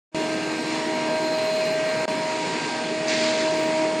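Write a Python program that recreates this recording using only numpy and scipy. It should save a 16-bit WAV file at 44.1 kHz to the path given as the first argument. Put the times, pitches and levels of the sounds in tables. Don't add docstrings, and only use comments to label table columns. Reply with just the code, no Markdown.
import sys
import numpy as np
from scipy import signal
from scipy.fft import rfft, irfft, next_fast_len
from scipy.io import wavfile
from scipy.ndimage import uniform_filter1d, map_coordinates

SR = 44100
rng = np.random.default_rng(int(sys.argv[2]) if len(sys.argv) > 2 else 0)


def to_wav(s):
    ch = np.atleast_2d(s).T
    pcm = np.round(np.clip(ch, -1, 1) * 32767)
    wavfile.write(sys.argv[1], SR, pcm.astype(np.int16))


N = 176400


def amp(db):
    return 10 ** (np.asarray(db) / 20)


def unit(x):
    return x / np.sqrt(np.mean(x ** 2) + 1e-20)


def clock():
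    return np.arange(N) / SR


def along(points, hz):
    freqs, values = np.transpose(points)
    return np.interp(np.log(hz + 1), np.log(freqs + 1), values)


def curve(rows):
    return np.interp(clock(), *np.transpose(rows))


def wobble(rate):
    return map_coordinates(rng.standard_normal(2048), [clock() * rate + 2], mode="wrap")


def filtered(x, response):
    size = next_fast_len(N + SR // 2)
    hz = np.fft.rfftfreq(size, 1 / SR)
    return irfft(rfft(x, size) * response(hz), size)[..., :N]


def tone(phase, scatter, rate):
    echo = 1 + scatter * (wobble(rate) + 1j * wobble(rate))
    ear_shift = .03 * wobble(1) * np.array([[1], [-1]])
    wave = np.exp(1j * (phase + ear_shift + rng.uniform(0, 2 * np.pi)))
    return unit(np.real(echo * wave))


# (time [s], level [dB])
FIRST_HARMONIC = [(.15, -31.5), (.7, -32), (1.27, -33), (1.4, -44.5), (2.3, -43), (2.55, -37), (2.7, -40.5),
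                  (3.05, -36), (3.3, -32.5), (3.9, -32), (4, -32)]
SECOND_HARMONIC = [(.15, -31), (.35, -32), (.6, -41.5), (.8, -34), (1.1, -27.5), (1.5, -24), (1.8, -25),
                   (2.05, -26), (2.35, -31), (2.55, -36.5), (2.65, -47.5), (2.8, -34), (3.1, -27),
                   (3.5, -24), (3.8, -24), (4, -27.5)]
THIRD_HARMONIC = [(.15, -35), (.38, -45), (.7, -38.5), (1, -33), (1.2, -33.5), (1.5, -38.5), (1.72, -49),
                  (2, -35), (2.35, -32.5), (2.75, -36), (3.02, -44), (3.3, -36), (3.8, -33), (4, -34.5)]
FIFTH_HARMONIC = [(.15, -43.5), (.4, -39.5), (.65, -40), (.82, -53), (1.08, -39.5), (1.3, -40.5),
                  (1.55, -51), (1.75, -40), (2, -38.5), (2.3, -52), (2.5, -42), (2.72, -38), (3.03, -47),
                  (3.35, -42), (3.9, -48)]
# (multiple of the knife rate, level [dB])
WEAK_HARMONICS = [(4, -51), (6, -50.5), (7, -49), (8, -47), (9, -50.5), (11, -57), (12, -58.5)]
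THROB_HZ, THROB_PEAK_S, THROB_DEPTH = 5.46, .165, 0.26

def cutter_drone(knife_phase):
    throb = 1 + THROB_DEPTH * np.cos(2 * np.pi * THROB_HZ * (clock() - THROB_PEAK_S))
    drone = amp(curve(FIRST_HARMONIC)) * throb * tone(knife_phase, scatter=0.13, rate=12)
    drone += amp(curve(SECOND_HARMONIC)) * tone(2 * knife_phase, scatter=0.091, rate=16)
    drone += amp(curve(THIRD_HARMONIC)) * tone(3 * knife_phase, scatter=0.086, rate=11)
    drone += amp(curve(FIFTH_HARMONIC)) * tone(5 * knife_phase, scatter=0.047, rate=12)
    for multiple, db in WEAK_HARMONICS:
        drone += amp(db + 3.56 * wobble(3.9)) * tone(multiple * knife_phase, scatter=0.057, rate=14)
    return drone


# (pitch [Hz], level [dB])
HUM_TONES = [(157.6, -50.5), (360, -52.5), (391.4, -50), (413, -46.5), (424, -63.5), (482.5, -45.5),
             (782.2, -49.5), (2050, -52)]
# (time [s], level [dB])
DRIVE_LEVEL = [(.15, -54), (.6, -42), (.85, -41), (1.25, -35), (1.42, -47), (1.66, -31.5), (1.85, -47.5),
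               (2.4, -46), (3.3, -40.5), (3.52, -47.5), (3.75, -38), (4, -45.5)]
DRIVE_HZ = 240.4

def motor_hum():
    turn = 2 * np.pi * clock()
    hum = sum(amp(db) * tone(hz * turn, scatter=0.65, rate=11) for hz, db in HUM_TONES)
    return hum + amp(curve(DRIVE_LEVEL)) * tone(DRIVE_HZ * turn, scatter=0.43, rate=9.7)


# (frequency [Hz], likeness [0 to 1])
STEREO_LIKENESS = [(30, 0.46), (120, 0.99), (400, 0.99), (1000, 0.98), (2500, 0.98), (4500, 0.94),
                   (8000, 0.96), (12000, 0.31)]

def room_noise(spectrum, patchy_db, ripple_db):
    grid = signal.stft(rng.standard_normal((2, N)), nperseg=512)[2]
    patches = uniform_filter1d(rng.standard_normal(grid.shape[1:]), size=5, axis=0)
    patches = uniform_filter1d(patches, size=12, axis=1)
    noise = signal.istft(grid * amp(patchy_db * unit(patches)), nperseg=512)[1][:, :N]
    room_peaks = rng.standard_normal(2048)

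    def colour(hz):
        ripple = ripple_db * map_coordinates(room_peaks, [hz / 14], mode="wrap")
        width = np.arccos(np.clip(along(STEREO_LIKENESS, hz), -1, 1)) / 2
        return amp(along(spectrum, hz) + ripple) * [np.cos(width), np.sin(width)]

    mid, side = filtered(noise, colour)
    return unit(np.array([mid + side, mid - side]))


# (frequency [Hz], relative level [dB])
RUMBLE_SPECTRUM = [(25, -29), (45, -27), (65, -25), (85, -21.5), (110, -10.5), (135, -3.5), (200, -2),
                   (300, 1), (420, 0.5), (520, -8.5), (700, -13), (1500, -43), (9500, -34), (11000, -100)]
AIR_SPECTRUM = [(150, -41.5), (450, -3), (650, 2.5), (900, 4), (1080, 1.5), (1250, -2.5), (1480, -2.5),
                (1680, 0), (1950, 0.5), (2450, 1.5), (2750, -1.5), (3150, -6.5), (3450, -4), (3700, -9),
                (4300, -3), (5100, -7), (5900, -13.5), (6900, -8), (7700, -13.5), (9000, -15), (9800, -23),
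                (10400, -27.5), (11000, -100)]
# (time [s], level [dB])
RUMBLE_LOUDNESS = [(.15, -31), (.8, -34), (1.3, -33.5), (1.9, -34), (2.4, -32.5), (3, -35), (3.5, -32.5),
                   (4, -33)]
AIR_LOUDNESS = [(.15, -31.5), (.7, -32), (1.5, -33), (2.1, -32), (2.7, -32.5), (3.3, -32), (4, -32)]

def roar(knife_phase, chop_depth=0.099):
    rumble_gain = amp(curve(RUMBLE_LOUDNESS) + .6 * wobble(8))
    rumble = rumble_gain * room_noise(RUMBLE_SPECTRUM, patchy_db=1, ripple_db=1.5)
    air_gain = amp(curve(AIR_LOUDNESS) + 0.6 * wobble(11))
    air = air_gain * room_noise(AIR_SPECTRUM, patchy_db=1.24, ripple_db=1.5)
    return rumble + air * (1 + chop_depth * np.cos(knife_phase))


# (time [s], level [dB])
WHISTLE_LEVEL = [(.15, -49), (.6, -47), (1.05, -47), (1.25, -40.5), (1.5, -38), (1.72, -39), (1.81, -55),
                 (1.86, -47), (1.92, -42), (1.99, -46), (2.12, -44), (2.4, -52), (2.8, -68), (4, -90)]
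# (frequency [Hz], relative level [dB])
SCRAPE_SPECTRUM = [(2500, -45), (3600, -23), (4000, -8), (4170, -6.5), (4400, -11), (5200, -19),
                   (8000, -32), (10500, -69), (11500, -100)]
WHISTLE_HZ = 4138

def feed_box_whistle(overtone_db=-23, scrape_db=-4.5):
    phase = 2 * np.pi * WHISTLE_HZ * clock()
    overtone = amp(overtone_db) * tone(3 * phase, scatter=.6, rate=60)
    scrape = amp(scrape_db) * room_noise(SCRAPE_SPECTRUM, patchy_db=2.5, ripple_db=-0.5)
    whistle = tone(phase, scatter=0.17, rate=40)
    return amp(curve(WHISTLE_LEVEL)) * (whistle + overtone + scrape)


SQUEAK_HZ, CHIRP_HZ, PEEP_HZ = 5556, 8080, 15190
# (start [s], length [s], pitch [Hz], level [dB])
METAL_SQUEAKS = [(.55, 0.18, SQUEAK_HZ, -47.5), (.565, 0.13, CHIRP_HZ, -50), (.77, 0.11, SQUEAK_HZ, -46.5),
                 (.91, 0.22, SQUEAK_HZ, -51), (3.548, 0.15, PEEP_HZ, -61)]

def feed_box_squeaks():
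    t = clock()
    squeaks = np.zeros((2, N))
    for start, length, hz, db in METAL_SQUEAKS:
        progress = np.clip((t - start) / length, 0, 1)
        arch = 2 * np.sqrt(progress * (1 - progress))
        squeaks += amp(db) * arch * tone(2 * np.pi * hz * t, scatter=.35, rate=70)
    return squeaks


# (start [s], rise [s], hold [s], fade [dB per s], level [dB])
KNIFE_BITES = [(2.147, 0.27, 0.25, 17, -37), (3.068, 0.025, 0.15, 28, -28)]
# (frequency [Hz], relative level [dB])
CHIP_SPECTRUM = [(400, -28), (1200, -8.5), (1900, 4), (2600, 4), (3100, -1), (3600, 2), (4700, 1.5),
                 (5900, -5.5), (7100, -5.5), (8000, -12.5), (9200, -18), (10200, -62), (11000, -110)]

def shaving(knife_phase, rasp_db=1, chop_depth=0.3):
    t = clock()
    gain = np.zeros(N)
    for start, rise, hold, fade, db in KNIFE_BITES:
        fading_s = np.maximum(t - start - rise - hold, 0)
        gain += amp(db - fade * fading_s) * np.clip((t - start) / rise, 0, 1)
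    rasp = unit(amp(rasp_db * wobble(380)))
    chop = 1 + chop_depth * np.cos(knife_phase)
    return gain * rasp * chop * room_noise(CHIP_SPECTRUM, patchy_db=0.5, ripple_db=2.1)


# (frequency [Hz], relative level [dB])
CRACK_SPECTRUM = [(1500, -20), (3000, -12), (4200, 4.5), (7000, -2.5), (9000, -16), (11000, -80)]

def splinter(start_s=3.083, level_db=-26, fade_s=0.02):
    age = clock() - start_s
    gain = (age > 0) * amp(level_db - 60 * np.abs(age) / fade_s)
    return gain * room_noise(CRACK_SPECTRUM, patchy_db=2.0, ripple_db=11.0)


KNIFE_HZ = 315.45

def scene():
    knife_phase = 2 * np.pi * np.cumsum(KNIFE_HZ + .12 * wobble(3.04)) / SR
    machine = cutter_drone(knife_phase) + motor_hum() + roar(knife_phase)
    wood = shaving(knife_phase) + splinter()
    return machine + wood + feed_box_whistle() + feed_box_squeaks()


# (frequency [Hz], left minus right [dB])
LEFT_RIGHT_BALANCE = [(200, 0), (600, -.05), (1200, -.6), (8000, -.8)]
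START_S, LEAD_IN_S = .146, 0.025
SKIP_AT_S, SKIP_S = 1.092, .0006
DROP_FROM_S, DROP_TO_S, DROP_DB = 2.0555, 2.0785, -23.5
LOW_CUT_HZ, TOP_HZ = 71, 15300

def record(dry):
    t = clock()
    after_skip = uniform_filter1d(1. * (t > SKIP_AT_S), size=200)
    delayed = np.roll(dry, round(SKIP_S * SR), axis=1)
    skipped = (1 - after_skip) * dry + after_skip * delayed
    muted = (t < START_S) | ((t > DROP_FROM_S) & (t < DROP_TO_S))
    fade_in = np.clip((t - START_S) / LEAD_IN_S + 1.2, 0, 1)
    gain = uniform_filter1d(np.where(muted, amp(DROP_DB), 1) * fade_in, size=24)
    balance = lambda hz: amp(along(LEFT_RIGHT_BALANCE, hz) * np.array([[.5], [-.5]]))
    band = lambda hz: 1j * hz / (1j * hz + LOW_CUT_HZ) * (hz < TOP_HZ)
    return filtered(skipped * gain, lambda hz: balance(hz) * band(hz))


dry = scene()
out = record(dry)
to_wav(out)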